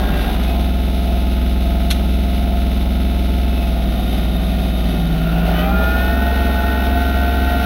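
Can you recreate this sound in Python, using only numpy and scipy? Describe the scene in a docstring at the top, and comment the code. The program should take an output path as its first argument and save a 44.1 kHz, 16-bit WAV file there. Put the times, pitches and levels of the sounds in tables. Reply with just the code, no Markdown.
"""On a snowy street, from the driver's seat of a three-cylinder compact diesel tractor working a snowblower.
The engine, built from sines at multiples of its cycle rate, throbs and knocks over the blower housing's drone.
It sags while the hydraulic pump lifts the blower; then the gears clash, bite and whine and the tractor rolls off.
Loose ironwork, noise bursts ringing steel, clanks once and ticks now and then. One microphone hears it all."""
import sys
import numpy as np
from scipy import signal
from scipy.fft import rfft, irfft, next_fast_len
from scipy.io import wavfile
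from scipy.ndimage import uniform_filter1d

SR = 44100
rng = np.random.default_rng(int(sys.argv[2]) if len(sys.argv) > 2 else 0)


def pcm_store(signal):
    """Save signal as 16-bit PCM."""
    levels = np.round(np.clip(np.atleast_2d(signal), -1, 1) * 32767)
    wavfile.write(sys.argv[1], SR, levels.astype(np.int16).T)


N = 337365

# "Order" is a multiple of the four-stroke cycle rate; "turns" are turns of that cycle.
# crankshaft speed: (time [s], speed [rpm])
CRANK_SPEED = [(0.0, 2316), (0.26, 2303), (0.59, 2488), (0.83, 2507), (1.37, 2468), (2.38, 2507),
               (3.54, 2505), (3.94, 2335), (4.63, 2389), (5.17, 2172), (5.6, 2310), (5.75, 2442),
               (5.9, 2480), (6.1, 2556), (6.27, 2600), (6.65, 2586), (7.02, 2625), (7.65, 2631)]
# engine notes before the exhaust level: (order, standing [dB], lifting [dB], driving [dB])
ENGINE_ORDERS = [(4, -33.5, -40, -32.5), (5, -50, -36, -46), (6, -45, -39, -47), (7, -47, -47, -44),
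                 (8, -30, -31, -39), (10, -29, -28, -30), (11, -46, -47, -36), (12, -32, -32, -29),
                 (13, -41, -37, -48), (14, -41, -40, -55), (15, -42, -44, -36), (16, -42, -46, -48),
                 (17, -43, -43, -48), (18, -43, -43, -40), (19, -48, -58, -45), (20, -50, -43, -45),
                 (24, -52, -47, -45), (25, -50, -50, -55), (26, -48, -51, -53), (27, -46, -44, -45),
                 (28, -50, -58, -50), (30, -52, -47, -48), (31, -45, -52, -44), (32, -47, -43, -50),
                 (33, -40, -39, -49), (34, -45, -40, -53), (36, -48, -44, -50)]
# boom at three times the firing rate: (time [s], level [dB])
BOOM_LEVEL = [(0, -56), (.45, -32.5), (3.1, -28.5), (4.0, -43), (4.45, -25.5), (4.8, -32.5), (5.0, -21),
              (5.4, -18.5), (5.72, -21.5), (5.9, -28.5), (7.65, -36)]

# blows of the firings: (place in cycle [turns], into side panel [dB], into injector pipes [dB])
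CYLINDER_BLOWS = [(-.03, 2.5, 2.5), (.28, -1.5, -2), (.66, -12, 3.5)]
# what they ring, levels relative: (frequency [Hz], width [Hz], level [dB])
PANEL_MODES = [(1415, 34, -5), (1253, 90, -12.5)]
PIPE_MODES = [(2190, 87, 1), (2500, 120, -8), (2888, 50, -1.5), (3610, 120, 2)]
MOUNT_MODES = [(257, 44, 1), (366, 140, -6.5)]
# thump of the lugging engine on its mounts: (time [s], level [dB])
LUGGING_LEVEL = [(3.5, -60), (3.9, -38), (4.65, -45), (4.87, -27), (5.1, -36), (5.45, -47), (5.8, -67)]

# relative noise colour, low register to high: (frequency [Hz], density [dB per Hz])
RUMBLE_COLOUR = [(22, -25), (40, 2.5), (65, -4), (90, -2), (130, -10.5), (170, 0), (210, -1), (270, -3.5),
                 (340, -7.5), (420, -11), (500, -20.5)]
GROWL_COLOUR = [(440, -6), (540, -6.5), (600, -2), (660, -3), (710, 2), (780, -3), (860, -5.5),
                (920, -10.5), (1000, -14.5), (1100, -14)]
RATTLE_COLOUR = [(1000, -5.5), (1160, -10), (1260, 2.5), (1340, -6.5), (1430, 3), (1530, 0), (1680, -3),
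                 (1850, -2), (2000, -8.5)]
CLATTER_COLOUR = [(2000, -3.5), (2300, -3.5), (2600, -2), (2800, -4), (3000, -0.5), (3300, -3), (3680, 1),
                  (4000, -3), (4400, -8.5), (5000, -12), (5900, -14), (6500, -16.5), (7000, -23.5),
                  (7400, -14)]
CLASH_COLOUR = [(1100, -10), (1500, 5), (1750, -4), (1950, -6), (2400, 5), (2700, -1), (3050, -1),
                (3400, 0)]
# jolts of the frame: (time [s], strength [0-1], length [s])
FRAME_JOLTS = [(0.508, 0, 0.065), (4.175, 0.9, 0.044), (4.91, 0.65, 0.059), (5.605, 0.8, 0.047)]
# rough drone of the blower housing, before its trim: (time [s], level [dB])
DRONE_LEVEL = [(0, -45), (.33, -39), (.5, -25.5), (.68, -34), (.9, -42), (1.1, -26.5), (1.35, -39),
               (1.8, -29), (2.08, -40), (2.28, -32.5), (2.58, -28), (2.72, -48), (3.6, -32.5), (3.9, -29),
               (4.2, -31.5), (4.75, -36), (5.3, -28), (5.5, -36), (7.65, -23)]

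# gear meshes, before bite and housing: (order, level [dB], time it takes the load [s])
GEAR_MESHES = [(32, -31, 5.52), (39.7, -39, 5.59), (59.7, -54, 5.55), (63.9, -40, 5.5),
               (68.87, -34.5, 5.59), (86, -42.5, 5.72), (120.8, -44, 5.58)]
# pump overtones, before the housing: (order, standing [dB], driving [dB])
PUMP_OVERTONES = [(20.85, -45, -38), (31.27, -48, -50), (41.7, -48.5, -62), (52.12, -58, -51),
                  (62.55, -53, -65), (125.1, -52, -68)]
# housing resonances and dips that whines pass through: (frequency [Hz], width [Hz], lift [dB])
HOUSING_LIFT = [(704, 14, 4), (781, 47, 12), (855.2, 19.4, 5), (1230, 24, 4.5), (1324, 95, -9.5),
                (1421, 97, 10.5), (1720, 73, -9), (1822, 103, 8.5), (2490, 91, 3.5), (2554, 74, 6)]
# brief whines as the load shifts: (start [s], end [s], order, level [dB])
SHORT_WHINES = [(-.1, .22, 30.6, -34), (-.1, .3, 56.5, -45), (.01, .32, 83.6, -39),
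                (.12, .28, 140.4, -39.5), (.32, .44, 146.5, -44), (.3, .64, 50.2, -48),
                (.42, .55, 125, -42.5), (3.45, 3.75, 125, -44), (5.55, 5.63, 78, -35),
                (5.56, 5.63, 100, -38.5), (5.62, 5.71, 104, -42), (5.57, 5.68, 131, -37),
                (5.54, 5.62, 157, -35), (5.61, 5.69, 160.5, -39), (5.63, 5.97, 60.1, -41)]
# clutch squeal at full slip: (frequency [Hz], width [Hz], level [dB])
SQUEAL_MODES = [(647.4, 38, -29), (1410, 180, -34), (2690, 430, -38.5)]
# oil lines at full lift: (frequency [Hz], width [Hz], level [dB])
OIL_LINE_MODES = [(1246, 25, -48.5), (1400, 32, -44.5), (1840, 37, -47.5), (2600, 50, -47), (3000, 56, -47),
                  (3676, 27, -43)]
# bursts into loose ironwork, relative: (time [s], level [dB], 60 dB decay [s])
IRON_KNOCKS = [(.3, -40, 0.06), (.436, -21, 0.012), (.595, -38, .09), (1.903, -13.5, 0.04),
               (1.9092, -11, 0.067), (1.9134, -28, 0.046), (1.922, -35, 0.14), (2.805, -34, 0.025),
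               (4.17, -41, 0.18), (4.381, -36, 0.0078), (4.829, -43, 0.024)]
# ringing of the ironwork, relative: (frequency [Hz], width [Hz], level [dB])
IRON_MODES = [(1400, 390, -8), (2070, 150, -6.5), (2550, 310, -3), (3440, 400, 0), (4080, 210, 1.5),
              (5760, 850, -9.5), (6670, 870, -11)]

# jobs: the auger clears its last snow, the hydraulics raise the blower, the engine labours to get the
# tractor moving, the tractor rolls; then the clutch slips and the teeth clash: (time [s], share of full effort)
THROWING_EFFORT = [(.25, 0.97), (.72, 0.034)]
LIFTING_EFFORT = [(3.5, 0), (4.0, 0.94), (5.0, 1), (5.5, 0.016)]
LABOURING_EFFORT = [(4.85, 0.21), (5.35, 1), (5.6, 0.92), (6.25, 0.25)]
DRIVING_EFFORT = [(5.15, 0.021), (5.849, 0.95)]
CLUTCH_SLIP = [(5.05, 0.11), (5.3, 0.96), (5.55, 0.94), (5.7, 0.28)]
CLASH_EFFORT = [(5.3, 0), (5.5, 0.58), (5.59, 0.51), (5.7, 0.5), (6.1, 0.2)]
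# part levels: (running free [dB], then added by throwing, lifting, labouring, driving [dB])
SHAKE_LEVELS = (-25, 1.5, -1.5, 0, -4)
EXHAUST_LEVELS = (2, -5, 0.5, -8.5, 0.4)  # added to each engine note
PANEL_LEVELS = (-46, 6, -3, -3, 10)
PIPE_LEVELS = (-46, 8, 3, -2, 5.5)
RUMBLE_LEVELS = (-33.5, 10.5, 2.5, 7, 4)
GROWL_LEVELS = (-40, 9, 2, 6.5, 7)
RATTLE_LEVELS = (-44.5, 7.5, -1, 4, 5)
CLATTER_LEVELS = (-36.5, 2.5, 0, -1, 2)

STRONG_FIRING_TURNS = .73  # where in the cycle the strongest cylinder fires
FIRING_DB, GOVERNED_RPM, SAG_DB_PER_RPM = -16.4, 2460, .0115
# the exhaust pipe smears each thump: the order that leaves on time, and the lag per squared order away from it
PIPE_ORDER, PIPE_SMEAR_TURNS = 10, .06
# no two cycles are quite alike, which unsettles the high orders most
FLUTTER_DB_PER_ORDER, WAVER_TURNS_PER_ORDER = .05, .001
ENGAGE_RISE_S, BITE_DB, SETTLE_S = 0.095, 5, 0.2
CAMERA_RATE_HZ, CUTOFF_HZ = 15000, 15800


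def exhaust(cycle, rpm, driving):
    """One cylinder fires harder than the others, so the orders of the cycle line up loosely in one thump."""
    shake_db = effort_db(SHAKE_LEVELS)
    exhaust_db = effort_db(EXHAUST_LEVELS)
    boom_db = in_time(BOOM_LEVEL)
    lifting = in_time(LIFTING_EFFORT)
    # the firing note weakens as the engine is pulled below its governed speed
    firing_db = FIRING_DB - SAG_DB_PER_RPM * np.maximum(GOVERNED_RPM - rpm, 0)
    pipe_lag, scatter = .42, .007  # turns

    # the crank shakes the frame once a revolution, twice a cycle; the three firings give the main note
    out = from_db(shake_db + 0.48 * drift(4)) * tone(2 * cycle)
    out += from_db(firing_db + 0.41 * drift(3.3)) * tone(3 * cycle - pipe_lag)
    out += from_db(boom_db + .4 * drift(1.7)) * tone(9 * cycle - pipe_lag)
    for order, standing_db, lifting_db, driving_db in ENGINE_ORDERS:
        load_db = lifting * (lifting_db - standing_db) + driving * (driving_db - standing_db)
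        flutter_db = FLUTTER_DB_PER_ORDER * order * drift(7)
        level_db = exhaust_db + standing_db + load_db + flutter_db
        lag = pipe_lag + PIPE_SMEAR_TURNS * (order - PIPE_ORDER) ** 2
        unsteady = cycle + scatter * rng.normal() + WAVER_TURNS_PER_ORDER * drift(8.5)
        out += from_db(level_db) * tone(order * unsteady - lag)
    return out


def diesel_knock(cycle):
    """The firings beat a side panel and tick in the injector pipes; under load the engine thumps on its mounts."""
    blows = np.array(CYLINDER_BLOWS)
    panel = knocking(cycle, blows[:, [0, 1]], PANEL_MODES, jitter_s=.00008, uneven_db=0.3)
    pipes = knocking(cycle, blows[:, [0, 2]], PIPE_MODES, jitter_s=.00004, uneven_db=1.0)
    # one thump a cycle, its strength varying from cycle to cycle
    thump = knocking(cycle, [(-.13, 0)], MOUNT_MODES, jitter_s=0.00027, uneven_db=5.0)
    out = from_db(effort_db(PANEL_LEVELS)) * panel
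    out += from_db(effort_db(PIPE_LEVELS)) * pipes
    return out + from_db(in_time(LUGGING_LEVEL)) * thump


def machine(cycle, driving):
    """Body, blower housing, panels and engine block, each in its own register; a jolt stirs them all."""
    t = np.arange(N) / SR
    jolt = sum(strength * np.exp(-((t - s) / length) ** 2) for s, strength, length in FRAME_JOLTS)
    loose = 1 - driving  # load takes up the slack, and the once-a-cycle rattle fades

    def regular(free, rolling):
        """Share of the shaking that repeats with every cycle."""
        return np.interp(driving, [0, 1], [free, rolling])

    rumble = coloured(rng.standard_normal(N), RUMBLE_COLOUR)
    growl = shaken(cycle, GROWL_COLOUR, regular(.8, .5), throb_db=1.2 * loose, firing_db=-0.5,
                   lag=0.04, flicker_db=1.84, jitter_s=0.00007, uneven_db=1.0)
    rattle = shaken(cycle, RATTLE_COLOUR, regular(.92, .55), throb_db=2.0 * loose, firing_db=1.0,
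                    lag=0.2, flicker_db=1.0, jitter_s=.00003, uneven_db=0.5)
    clatter = shaken(cycle, CLATTER_COLOUR, regular(.85, .45), throb_db=0.81 * loose, firing_db=0.46,
                     lag=0.13, flicker_db=1.0, jitter_s=.000012, uneven_db=1.0)
    out = from_db(effort_db(RUMBLE_LEVELS) + 2.8 * jolt) * rumble
    out += from_db(effort_db(GROWL_LEVELS) + 1.1 * jolt) * growl
    out += from_db(effort_db(RATTLE_LEVELS) + 4.7 * jolt) * rattle
    return out + from_db(effort_db(CLATTER_LEVELS) + 3.4 * jolt) * clatter


def drone(cycle, driving):
    """The housing is shaken into a rough hum that swells once a cycle; loose joints cap its swing."""
    hz, width_hz, evenness = 688, 85, 0.62
    force = excitation(cycle, regular=.6, jitter_s=.00005, uneven_db=1)
    hum = rms_one(resonance(resonance(force, hz, width_hz), hz, width_hz))
    swing = np.sqrt(np.maximum(uniform_filter1d(hum ** 2, size=400), 0) + .05)
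    hum = rms_one(hum / swing ** evenness)
    trim_db = -4 - 15 * driving
    throb_db = -1.0 * tone(cycle - 0.027)
    return from_db(in_time(DRONE_LEVEL) + trim_db + throb_db) * hum


def gears(cycle, rpm):
    """Each mesh sets in as it takes the load, biting hardest at first and then settling."""
    out = np.zeros(N)
    for order, db, engage_s in GEAR_MESHES:
        since = np.maximum(np.arange(N) / SR - engage_s, 0)
        bite = from_db(BITE_DB * np.exp(-since / SETTLE_S))
        load = np.minimum(since / ENGAGE_RISE_S, 1) * bite
        out += load * whine(cycle, rpm, [(order, db)], twist=0.00049, waver=0.0011,
                            flutter_db=2.1, rough_db=0.66)
    return out


def clash(cycle):
    """As the gears take the load, the teeth hammer across their backlash in a rough growl, then fade to a remnant."""
    teeth = shaken(cycle, CLASH_COLOUR, regular=0.78, throb_db=0.5, firing_db=-1.5, lag=.1,
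                   flicker_db=3.0, jitter_s=.00003, uneven_db=3.0)
    return from_db(-32) * in_time(CLASH_EFFORT) * teeth


def clutch():
    """Slipping plates rub the housing into a wavering squeal: noise through narrow resonances."""
    friction = rng.standard_normal(N)
    squeal = np.zeros(N)
    for hz, width, db in SQUEAL_MODES:
        squeal += from_db(db) * rms_one(resonance(resonance(friction, hz, width), hz, width))
    return in_time(CLUTCH_SLIP) * squeal


def ironwork():
    """Each knock is a short gritty burst that rings the steel."""
    t = np.arange(N) / SR
    force = np.zeros(N)
    for s, db, t60 in IRON_KNOCKS:
        force += (t >= s) * from_db(db - 60 * np.clip((t - s) / t60, 0, 4))
    grit = rng.standard_normal(N) * force
    out = np.zeros(N)
    for k, (hz, width, db) in enumerate(IRON_MODES):
        out += (-1) ** k * from_db(db) * resonance(grit, hz, width)
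    return from_db(8.5) * out


def pump(cycle, rpm, driving):
    """The hydraulic pump whines at overtones tied to the engine speed, lower in level while it lifts."""
    overtones = []
    for order, standing_db, driving_db in PUMP_OVERTONES:
        overtones.append((order, standing_db + driving * (driving_db - standing_db)))
    tones = whine(cycle, rpm, overtones, twist=0.00013, waver=0.00049, flutter_db=2.5, rough_db=0.64)
    return from_db(-4.5 * in_time(LIFTING_EFFORT)) * tones


def hydraulics(cycle):
    """While the blower rises, pulsing oil forced through the lift valve rings the lines at fixed pitches."""
    flow = excitation(cycle, regular=0.6, jitter_s=.00002, uneven_db=0.5)
    lines = sum(from_db(db) * rms_one(resonance(flow, hz, width)) for hz, width, db in OIL_LINE_MODES)
    return in_time(LIFTING_EFFORT) * lines


def brief_whines(cycle):
    """Short-lived tones that follow the engine speed and throb with its cycle."""
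    t = np.arange(N) / SR
    shaft = cycle + 0.0008 * drift(30)
    fade_s = .06
    out = np.zeros(N)
    for start, end, order, db in SHORT_WHINES:
        gate = np.clip(np.minimum(t - start, end - t) / fade_s + .5, 0, 1)
        level_db = db + 1.5 * drift(13) + 0.5 * tone(cycle)
        out += gate * from_db(level_db) * tone(order * shaft)
    return out


def whine(cycle, rpm, partials, twist, waver, flutter_db, rough_db):
    """Tones at multiples of the cycle rate swell or dip with the housing; the shaft twists every cycle."""
    shaft = cycle + twist * tone(cycle) + waver * drift(9.3)
    cycle_hz = rpm / 120  # two revolutions a cycle
    out = np.zeros(N)
    for order, db in partials:
        lift_db = np.zeros(N)
        for hz, width, top_db in HOUSING_LIFT:
            lift_db += top_db / (1 + (2 * (order * cycle_hz - hz) / width) ** 2)
        beat_db = rough_db * (tone(3 * cycle + rng.random()) + tone(4 * cycle + rng.random()))
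        level_db = db + lift_db + flutter_db * drift(22.0) + beat_db
        out += from_db(level_db) * tone(order * shaft + rng.random())
    return out


def shaken(cycle, colour, regular, throb_db, firing_db, lag, flicker_db, jitter_s, uneven_db):
    """A part shaken by contacts and turbulence; its level moves once a cycle and with each firing."""
    force = excitation(cycle, regular, jitter_s, uneven_db)
    throb = throb_db * np.tanh(2 * tone(cycle - lag))
    swell_db = throb + firing_db * tone(3 * cycle) + flicker_db * drift(12.3)
    return coloured(force * from_db(swell_db), colour)


def knocking(cycle, blows, modes, jitter_s, uneven_db):
    """Blows at fixed crank angles, (turns, dB), ring a part's modes in every cycle; rms 1."""
    turns, db = np.transpose(blows)
    due = np.arange(170)[:, None] + turns
    size = from_db(db + uneven_db * rng.standard_normal(due.shape))
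    clicks = strikes(cycle, due, size, jitter_s)
    ring = np.zeros(N)
    for k, (hz, width, mode_db) in enumerate(modes):
        ring += (-1) ** k * from_db(mode_db) * rms_one(resonance(clicks, hz, width))
    return rms_one(ring)


def excitation(cycle, regular, jitter_s, uneven_db):
    """Contacts that repeat with the cycle, mixed with turbulence."""
    repeating = np.sqrt(regular) * contacts(cycle, jitter_s, uneven_db)
    return repeating + np.sqrt(1 - regular) * rng.standard_normal(N)


def contacts(cycle, jitter_s, uneven_db, count=130):
    """Valves, injectors and teeth strike at the same crank angles in every cycle, never quite alike."""
    angles = (np.arange(count) + rng.random(count)) / count
    strength = rng.choice([-1, 1], count) * from_db(2.33 * rng.standard_normal(count))
    due = np.arange(-1, 170)[:, None] + angles
    size = strength * from_db(uneven_db * rng.standard_normal(due.shape))
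    return rms_one(strikes(cycle, due, size, jitter_s))


def strikes(cycle, due, size, jitter_s):
    """Single-sample clicks where the cycle reaches each due turn, with a little timing jitter."""
    at = np.interp(due, cycle, np.arange(N), left=-SR, right=-SR)
    at = at + jitter_s * SR * rng.standard_normal(due.shape)
    heard = (at >= 0) & (at < N - 1)
    return np.bincount(np.round(at[heard]).astype(int), size[heard], N)


def effort_db(levels):
    """A part's level: each job that the machine is doing adds its own share."""
    free_db, *added_db = levels
    jobs = (THROWING_EFFORT, LIFTING_EFFORT, LABOURING_EFFORT, DRIVING_EFFORT)
    return free_db + sum(db * in_time(job) for db, job in zip(added_db, jobs))


def in_time(rows):
    """A (time, value) table as one value a sample."""
    s, values = np.transpose(rows)
    return np.interp(np.arange(N) / SR, s, values)


def drift(rate):
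    """Slow chance with spread 1, drawn every 40 samples through a two-pole smoother."""
    r = np.exp(-80 * np.pi * rate / SR)
    chance = rng.standard_normal(N // 40 + 2002)
    slow = signal.lfilter([1], [1, -2 * r, r * r], chance)[2000:]  # drop the start-up
    return np.interp(np.arange(N) / 40, np.arange(len(slow)), rms_one(slow))


def coloured(x, colour):
    """Give x a spectrum that falls steeply beyond its ends; rms 1."""
    hz, db = np.transpose(colour)
    size = next_fast_len(N + 4096)
    octave = np.log2(np.maximum(np.arange(size // 2 + 1) * SR / size, 1))
    outside = np.abs(octave - np.clip(octave, np.log2(hz[0]), np.log2(hz[-1])))
    gain = from_db(np.interp(octave, np.log2(hz), db) - 90 * outside)  # 90 dB an octave
    return rms_one(irfft(rfft(x, size) * gain, size)[:N])


def resonance(x, hz, width_hz):
    """Two-pole band-pass with gain 1 on top."""
    r = np.exp(-np.pi * width_hz / SR)
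    zeros = np.array([1, 0, -1]) * (1 - r * r) / 2
    poles = [1, -2 * r * np.cos(2 * np.pi * hz / SR), r * r]
    return signal.lfilter(zeros, poles, x + 1e-18)


def tone(turns):
    """A sine of rms 1 at a phase given in turns."""
    return np.sqrt(2) * np.cos(2 * np.pi * turns)


def from_db(db):
    """Decibels to gain."""
    return 10 ** (np.asarray(db) / 20)


def rms_one(x):
    """Scale to rms 1."""
    return x / np.sqrt(np.mean(x ** 2) + 1e-20)


def scene():
    """Body rumble, clutch rub and loose iron run free, the rest follows the crankshaft; one microphone, two channels."""
    rpm = in_time(CRANK_SPEED)
    cycle = np.cumsum(rpm / 120) / SR - STRONG_FIRING_TURNS
    driving = in_time(DRIVING_EFFORT)
    sound = exhaust(cycle, rpm, driving) + diesel_knock(cycle)
    sound += machine(cycle, driving) + drone(cycle, driving)
    sound += gears(cycle, rpm) + clash(cycle) + clutch() + ironwork()
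    sound += pump(cycle, rpm, driving) + hydraulics(cycle) + brief_whines(cycle)
    return np.array([sound, sound])


def record(dry):
    """A small camera samples slowly and holds each value, which mirrors the sound into the top octave."""
    narrow = signal.sosfilt(signal.cheby2(14, 60, 8000, fs=SR, output="sos"), dry)
    mirrored = narrow * (1 + 2 * np.cos(2 * np.pi * CAMERA_RATE_HZ * np.arange(N) / SR))
    # holding puts a null at the sampling rate
    hold = np.array([1, -2 * np.cos(2 * np.pi * CAMERA_RATE_HZ / SR), 1])
    held = signal.lfilter(hold / hold.sum(), [1], mirrored)
    return signal.sosfilt(signal.ellip(12, .1, 80, CUTOFF_HZ, fs=SR, output="sos"), held)


dry = scene()
out = record(dry)
pcm_store(out)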